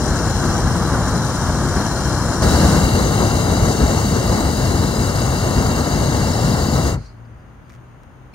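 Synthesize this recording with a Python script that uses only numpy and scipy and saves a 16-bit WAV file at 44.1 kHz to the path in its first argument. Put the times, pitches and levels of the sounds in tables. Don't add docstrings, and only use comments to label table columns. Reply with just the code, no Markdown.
import sys
import numpy as np
from scipy import signal
from scipy.fft import rfft, irfft, next_fast_len
from scipy.io import wavfile
from scipy.ndimage import uniform_filter1d

SR = 44100
rng = np.random.default_rng(int(sys.argv[2]) if len(sys.argv) > 2 else 0)


def pcm_store(signal):
    levels = np.round(np.clip(np.atleast_2d(signal), -1, 1) * 32767)
    wavfile.write(sys.argv[1], SR, levels.astype(np.int16).T)


N = 367794
T = np.arange(N) / SR
HZ = np.maximum(np.arange(N // 2 + 1) * SR / N, 1)


def from_db(db):
    return 10 ** (np.asarray(db) / 20)


def in_time(rows):
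    s, *columns = np.transpose(rows)
    return [np.interp(T, s, column) for column in columns]


def in_frequency(rows):
    hz, *columns = np.transpose(rows)
    return [np.interp(np.log(HZ), np.log(hz), column) for column in columns]


def white():
    return rng.standard_normal(len(HZ)) + 1j * rng.standard_normal(len(HZ))


def below(edge_hz, order):
    return 1 / np.sqrt(1 + (HZ / edge_hz) ** (2 * order))


def above(edge_hz, order):
    return 1 / np.sqrt(1 + (edge_hz / HZ) ** (2 * order))


def sound(spectrum):
    x = irfft(spectrum, N)
    return x / np.std(x.mean(axis=0))


def drift(rate_hz):
    size = next_fast_len(N // 10 + 2)
    hz = np.arange(size // 2 + 1) * SR / 10 / size
    spectrum = rfft(rng.standard_normal(size)) / np.sqrt(1 + (hz / rate_hz) ** 4)
    x = irfft(spectrum, size)
    return np.interp(np.arange(N) / 10, np.arange(size), x / np.std(x))


def ear_noise(likeness):
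    alike = np.clip(likeness, 0, 1)
    common = np.sqrt((1 + alike) / 2) * white()
    opposed = np.sqrt((1 - alike) / 2) * white() * [[1], [-1]]
    return common + opposed


def at_ears(left_db, right_db, lead_rad):
    return np.vstack([from_db(left_db) * np.exp(1j * lead_rad), from_db(right_db)])


def rush(colour, likeness):
    return sound(ear_noise(likeness) * from_db(in_frequency(colour)[0]))


def dying(start_s, db_per_s):
    return -db_per_s * np.maximum(T - start_s, 0)


def evened(x, window_s):
    power = uniform_filter1d(x.mean(axis=0) ** 2, int(window_s * SR))
    return x / np.sqrt(power + 1e-12)


def hollow(x, hollows):
    change_db = 0
    for hz, half_width_hz, depth_db in hollows:
        change_db = change_db + depth_db * np.exp(-((HZ - hz) / half_width_hz) ** 4)
    return irfft(rfft(x) * from_db(change_db), N)


def town(traffic_db, octave_db, left_db):
    # (frequency [Hz], relative level [dB per Hz])
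    traffic_colour = [(15, -49), (25, -35), (48, -2), (86, -6), (123, -10.5), (155, -10.5), (258, -14.5),
                      (439, -20.5), (1510, -24), (1710, -28), (2070, -31.5), (2450, -36), (2730, -34.5),
                      (4000, -52), (5200, -77), (8800, -120)]
    # (time [s], pitch [Hz], level [dB])
    engine_curve = [(7.0, 114, -47), (7.3, 114.4, -38.5), (7.45, 119.3, -50.5), (7.8, 124.7, -44),
                    (8.05, 121.8, -51.5), (8.34, 130.7, -49)]
    traffic = from_db(traffic_db) * rush(traffic_colour, likeness=0.78 * below(390, order=1))
    pitch_hz, engine_db = in_time(engine_curve)
    phase = 2 * np.pi * np.cumsum(pitch_hz * (1 + 0.0251 * drift(10))) / SR
    tone = np.sin(phase) + from_db(octave_db) * np.sin(2 * phase)
    engine = np.sqrt(2) * from_db(engine_db + 1.7 * drift(7.7)) * tone
    return (traffic + engine) * from_db([[left_db], [-left_db]])


def chirps(top_hz, bottom_hz, fall_s, length_s, rough, blur_hz):
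    # (time [s], level [dB])
    calls = [(7.16, -75), (7.31, -76.5), (7.375, -74), (7.46, -73), (7.625, -73.5)]
    wobble_cycles = np.cumsum(blur_hz * drift(250)) / SR
    out = 0
    for s, db in calls:
        age_s = np.clip(T - s, 0, length_s)
        swell = np.sin(np.pi * age_s / length_s)
        glide_cycles = bottom_hz * age_s - (top_hz - bottom_hz) * fall_s * np.exp(-age_s / fall_s)
        out = out + from_db(db) * swell * np.sin(2 * np.pi * (glide_cycles + wobble_cycles))
    return out * (1 + rough * drift(110))


def rustles(grain_db, split_hz):
    # (time [s], dull knock [dB], bright snap [dB])
    slip_events = [(7.681, -63, -61), (7.6955, -60, -52), (7.701, -45, -56), (7.707, -52, -63),
                   (7.721, -54, -56), (7.7315, -58, -55), (7.738, -49, -58), (7.750, -56, -55),
                   (7.761, -51, -64), (8.034, -58, -55)]
    # (frequency [Hz], relative level [dB per Hz])
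    wicker_colour = [(400, -5), (1900, 9), (2400, 6), (3200, -3), (4500, -4), (6200, 1), (8000, -7),
                     (10000, -9), (15000, -15)]
    slip_decay_s = 0.0019
    rub_middle_s, rub_half_length_s, rub_db = 7.728, 0.04, -63
    wicker = rfft(rush(wicker_colour, likeness=.4))
    dull = sound(wicker * below(split_hz, order=4))
    bright = sound(wicker * above(split_hz, order=4))
    slips = 0
    for s, knock_db, snap_db in slip_events:
        decay = (T >= s) * np.exp(-np.abs(T - s) / slip_decay_s)
        slips = slips + decay * (from_db(knock_db) * dull + from_db(snap_db) * bright)
    rub_swell = np.exp(-((T - rub_middle_s) / rub_half_length_s) ** 4)
    rubbing = from_db(rub_db + grain_db * drift(400)) * rub_swell
    return slips + rubbing * sound(wicker)


def pings_and_knocks():
    # (time [s], frequency [Hz], level at onset [dB], time to fall 60 dB [s])
    strikes = [(7.06, 5760, -49, .06), (7.25, 4950, -62, .06), (7.252, 4600, -63, .06),
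               (7.7005, 1200, -43, .018), (7.701, 2380, -47, .028), (8.034, 5600, -61, .025)]
    out = 0
    for s, hz, db, t60_s in strikes:
        out = out + (T >= s) * from_db(db + dying(s, 60 / t60_s)) * np.sin(2 * np.pi * hz * (T - s))
    return out


def nozzle_ring(hz, half_width_hz, level_db):
    peak_s, swell_db_per_s, taper_db_per_s = 7.085, 90, 245
    tone = sound(ear_noise(.3) / (1 + ((HZ - hz) / half_width_hz) ** 2))
    swell_db = swell_db_per_s * np.minimum(T - peak_s, 0)
    return tone * from_db(level_db + swell_db + dying(peak_s, taper_db_per_s))


def idle_burner(pilot_db):
    # (frequency [Hz], relative level [dB per Hz])
    bleed_colour = [(2000, -6.5), (3650, -19), (4050, -5), (4250, -8), (4440, 0), (4700, -10), (4950, -3),
                    (5200, -17), (6600, -9), (7500, -19), (9000, -18), (12000, -33)]
    # (frequency [Hz], half width [Hz], level [dB])
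    rings = [(4415, 62, -58), (4950, 60, -63.5)]
    # (frequency [Hz], relative level [dB per Hz])
    pilot_colour = [(2500, 0), (4000, -3), (5900, -5), (6300, 3), (6550, -1), (6850, 1), (7600, -21),
                    (8800, -1), (10500, -18), (13000, -12), (14400, -8), (15700, -16)]
    bleed_starts_s, bleed_attack_s = 6.92, 0.035
    puff = from_db(-53 + dying(7.06, db_per_s=220))
    trickle = from_db(-83 + dying(7.6, db_per_s=100))
    gas = (puff + trickle) * rush(bleed_colour, likeness=.3)
    gas = gas + sum(nozzle_ring(*ring) for ring in rings)
    bleed = np.clip((T - bleed_starts_s) / bleed_attack_s, 0, 1) * gas
    return bleed + from_db(pilot_db) * rush(pilot_colour, likeness=.15)


def flame(colour, split_hz, top_hz, echo_s, echo_db):
    left_db, right_db, likeness, lead_rad = in_frequency(colour)
    burning = ear_noise(likeness) * at_ears(left_db, right_db, lead_rad)
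    burning = burning * above(18, order=3) * below(top_hz, order=12)
    delay = np.exp(-2j * np.pi * HZ * echo_s)
    burning = burning * (1 + from_db(echo_db) * below(470, order=2) * delay)
    rumble = sound(burning * below(split_hz, order=4))
    roar = sound(burning * above(split_hz, order=4))
    return rumble, roar


def jets(hiss, peaks, lowest_hz):
    left_db, right_db, likeness = in_frequency(hiss)
    gas = ear_noise(likeness) * at_ears(left_db, right_db, 0)
    for hz, width_hz, peak_left_db, peak_right_db, lead_rad in peaks:
        resonance = 1 / (1 + 2 * ((HZ - hz) / width_hz) ** 2)
        gas = gas + white() * at_ears(peak_left_db, peak_right_db, lead_rad) * resonance
    return sound(gas * above(lowest_hz, order=30))


def swaying_echo(x, echo_s, echo_db, sway_s, sway_hz):
    then_s = T - echo_s - sway_s * drift(sway_hz)
    return x + from_db(echo_db) * np.array([np.interp(then_s, T, ear) for ear in x])


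def steady_burn(settled_db, opening_db):
    # (time [s], rumble change [dB], roar change [dB], half length [s])
    surges = [(0.1, 2.5, 2, 0.048), (0.667, 5.5, 1.5, 0.038), (0.962, 2.5, 1.5, 0.052),
              (1.33, -4.5, -1, 0.076), (1.484, 5, 0.5, 0.019), (1.784, 0, 3, 0.032), (1.89, -5, -0.5, .05),
              (2.336, -13, -0.5, 0.02), (3.007, -1, 2.5, 0.027), (3.208, 0, 2.5, 0.027),
              (3.626, 5, 0.5, 0.035), (3.74, -7, -1, 0.03), (3.824, 5.5, 1.5, 0.034), (4.08, 2, -1, 0.037),
              (4.555, -2.5, -3, 0.04), (4.682, 3.5, -1, 0.034), (4.805, 2.5, 0.5, 0.041),
              (5.584, 6, 1.5, 0.02), (5.858, -4.5, 1.5, 0.034), (6.056, 3, 1, 0.081), (6.222, 6, 2, 0.014),
              (6.486, 4.5, 1, .05), (6.818, 2.5, 0, 0.074)]
    rumble_db, roar_db, jet_db = (np.full(N, float(db)) + opening_db for db in settled_db)
    for s, rumble_surge_db, roar_surge_db, half_length_s in surges:
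        near = np.abs(T - s) < .5
        swell = np.exp(-((T[near] - s) / half_length_s) ** 2)
        rumble_db[near] += rumble_surge_db * swell
        roar_db[near] += roar_surge_db * swell
    return rumble_db, roar_db, jet_db


def blast(levels, colour, hiss, peaks, hollows, flutter_db, billow_db, sputter_db):
    rumble_db, roar_db, jet_db = levels
    flutter = flutter_db * drift(11.6)
    billow = billow_db * drift(15.0)
    sputter = sputter_db * drift(250)
    crackle = 0.72 * drift(95)
    jet_sag_db = dying(6.897, db_per_s=165)
    jet_stop_db = dying(6.948, db_per_s=720)

    rumble, roar = flame(colour, split_hz=196.7, top_hz=2980, echo_s=0.00833, echo_db=-18.5)
    rumble = evened(rumble, window_s=.17) * from_db(rumble_db)
    roar = roar * from_db(roar_db + crackle + jet_sag_db / 2)
    fire = from_db(billow) * (rumble + roar)
    deepest = irfft(rfft(fire) * below(100, order=4), N)
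    upper = fire - deepest
    fire = deepest * from_db(dying(6.975, db_per_s=230)) + upper * from_db(dying(6.945, db_per_s=240))

    gas = jets(hiss, peaks, lowest_hz=2693)
    gas = swaying_echo(gas, echo_s=.003, echo_db=-9.0, sway_s=0.000161, sway_hz=1.41)
    gas = gas * from_db(jet_db + sputter + jet_sag_db + jet_stop_db)
    return hollow(from_db(flutter) * (fire + gas), hollows)


def burner():
    # (frequency [Hz], left [dB per Hz], right [dB per Hz], left-right likeness [0-1], left lead [rad])
    first_flame, second_flame = [(22.0, -35, -37.5, 0.82, 0.07), (48, 0.5, -1, 0.96, 0.26),
                                 (63.5, 3.5, 1, 1, -0.3), (152.5, -2.5, -6, 0.98, -0.12),
                                 (229, -10, -13, 1, -0.014), (346, -8, -15.5, 1, 0.2),
                                 (392, -15.5, -16.5, 0.8, -0.067), (498, -14, -18, 0.93, 0.26),
                                 (750.0, -17, -16.5, 0.97, -0.44), (925, -17.5, -16, 0.99, 0.0017),
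                                 (1600, -20, -21, 0.99, -0.17), (2030, -32, -31.5, 0.37, 0.61),
                                 (2530, -37, -39, 0.1, 0.34), (3200.0, -55, -52, 0.55, -0.36)], [(22.0, -40, -34, 0.94, 0.1),
                                                      (46.6, -2, -2, 0.92, 0.21), (63, 4.5, 2, 1, 0.16),
                                                      (140, -2, -5, 0.97, 0.13),
                                                      (242, -7.5, -10, 0.88, 0.27),
                                                      (350, -11, -13.5, 1, 0.64),
                                                      (433, -9, -17.09, 0.92, 1), (508, -12, -15, 1, 0.76),
                                                      (765, -12.5, -20.5, 0.97, 1.1),
                                                      (1016, -17.5, -20, 0.6, 0.33),
                                                      (1560, -22.5, -22.5, 1.0, 1.89),
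                                                      (2190, -26.5, -29.5, 0.36, 2.85),
                                                      (2360, -33, -30.5, 0.92, 3.2),
                                                      (3200.0, -53, -52, 0.96, 3.9)]
    # (frequency [Hz], left [dB per Hz], right [dB per Hz], left-right likeness [0-1])
    first_hiss, second_hiss = [(2780, -14.5, -14.5, 0.1), (3600, -14.5, -19, 0), (6000, -18, -25, 0),
                               (9150, -24, -14, 0.1), (11200, -25, -25.5, 1), (13300, -31, -30, 1),
                               (14500, -27, -28, 0.1), (16000, -32, -32, .1)], [(2760, -11, -11, 0.4), (3320, -17.5, -15.5, 0.46),
                                                   (6000, -14.5, -19.5, 0), (9440, -14, -18, 0.33),
                                                   (11200, -24.5, -24, 1), (13300, -22.5, -23.5, 1),
                                                   (14500, -21.5, -22, 0), (16000, -22, -18, 0)]
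    # (frequency [Hz], width [Hz], left [dB], right [dB], left lead [rad])
    first_peaks, second_peaks = [(2920, 1000, -13, -13.5, 3.5), (4090, 230, -2.5, -19, -2.5),
                                 (4620, 270, -13, -14, 1.5), (5080, 310, -4, -21, -1.5),
                                 (5390, 150, -2, -15, -0.5), (5650, 130, -1, -20, 1),
                                 (5965, 190, 1, -20, 1.4), (6550, 320, -6.5, -12, 1.8),
                                 (7160, 250, 0.0, -25, 0.5), (8020, 210, -15, -14, -4.5),
                                 (8440, 150, -7, -20, 1.3), (8830, 280, -8, -22, 2.5),
                                 (10000, 300, -17, -18, 4)], [(2790, 78, -4, -2, -1.8), (3982, 280, -0.5, -7, 0.92),
                                                      (4505, 165, -1.5, -9, 0), (4934, 210, -0.5, -9, 1.7),
                                                      (5410, 140, -3.5, -23, 3.5),
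                                                      (5850, 200, -9.5, -25, -0.5),
                                                      (6150, 134, -1.5, -28, 0.8),
                                                      (6590, 240, -2, -28, -0.8), (6790, 190, -2, -31, 1.5),
                                                      (7165, 150, -2, -25, 0.5), (7900, 250, -12, -31, 5),
                                                      (8500, 130, -6, -14, -1.5),
                                                      (8600, 380, -13, -17, -4.5),
                                                      (9960, 520, -28, -14, 1.8)]
    # (frequency [Hz], half width [Hz], depth [dB])
    first_hollows, second_hollows = [(2510, 130, -6), (2800, 31, -5), (2990, 45, -8), (3480, 78, -7),
                                     (5480, 55, -2), (7470, 130, -6.5)], [(2485, 150, -20), (3370, 120, -1.5),
                                                            (4180, 55, -8), (5170, 70, -3), (7670, 60, 1),
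                                                            (9600, 110, -3)]
    # (flame rumble [dB], flame roar [dB], jet hiss [dB])
    first_db, second_db = (-21, -23, -33.5), (-20.5, -23, -32)
    second_starts_s, attack_s = 2.42, 0.0025
    first_fades_s, first_gone_s = 2.75, 2.87
    extra_db, ebb_s = 3.5, 1.38

    opening_db = extra_db * np.exp(-np.maximum(T - second_starts_s, 0) / ebb_s)
    first = blast(steady_burn(first_db, 0), first_flame, first_hiss, first_peaks, first_hollows,
                  flutter_db=0.6, billow_db=.5, sputter_db=0.5)
    second = blast(steady_burn(second_db, opening_db), second_flame, second_hiss, second_peaks, second_hollows,
                   flutter_db=.5, billow_db=0.56, sputter_db=0.5)
    fade_out = np.interp(T, [first_fades_s, first_gone_s], [1, 0])
    fade_in = np.clip((T - second_starts_s) / attack_s, 0, 1)
    return first * fade_out + second * fade_in


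def shimmer(x, depth_db, full_hz, patch_hz, patch_s):
    hz, s, frames = signal.stft(x, SR, nperseg=1024)
    across = np.fft.fftfreq(len(hz), hz[1])[:, None]
    along = np.fft.rfftfreq(len(s), s[1])
    smooth = np.exp(-(np.pi * patch_hz * across) ** 2 - (np.pi * patch_s * along) ** 2)
    chance = np.fft.rfft2(rng.standard_normal(frames.shape))
    patches = np.fft.irfft2(chance * smooth, frames.shape[1:])
    depth_by_hz = depth_db * np.sqrt(np.minimum(hz / full_hz, 1))[:, None]
    swing_db = depth_by_hz * patches / np.std(patches)
    return signal.istft(frames * from_db(swing_db), SR)[1][:, :N]


def scene():
    # (frequency [Hz], half width [Hz], depth [dB])
    quiet_hollows = [(2540, 110, -2), (7600, 130, -5)]
    far = town(traffic_db=-44, octave_db=-14, left_db=1.2)
    far = far + chirps(top_hz=5250, bottom_hz=4580, fall_s=.025, length_s=.06, rough=.6, blur_hz=110)
    basket = rustles(grain_db=1.0, split_hz=3100) + pings_and_knocks()
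    quiet = far + basket + idle_burner(pilot_db=-67.5)
    burning = shimmer(burner(), depth_db=1.5, full_hz=8600, patch_hz=95, patch_s=0.23)
    return burning + hollow(quiet, quiet_hollows)


def record(dry):
    ceiling, cutoff_hz = .95, 15750
    rounded = dry / (1 + (dry / ceiling) ** 10) ** (1 / 10)
    steep_cut = signal.ellip(12, .1, 70, cutoff_hz, fs=SR, output="sos")
    return signal.sosfilt(steep_cut, rounded)


dry = scene()
out = record(dry)
pcm_store(out)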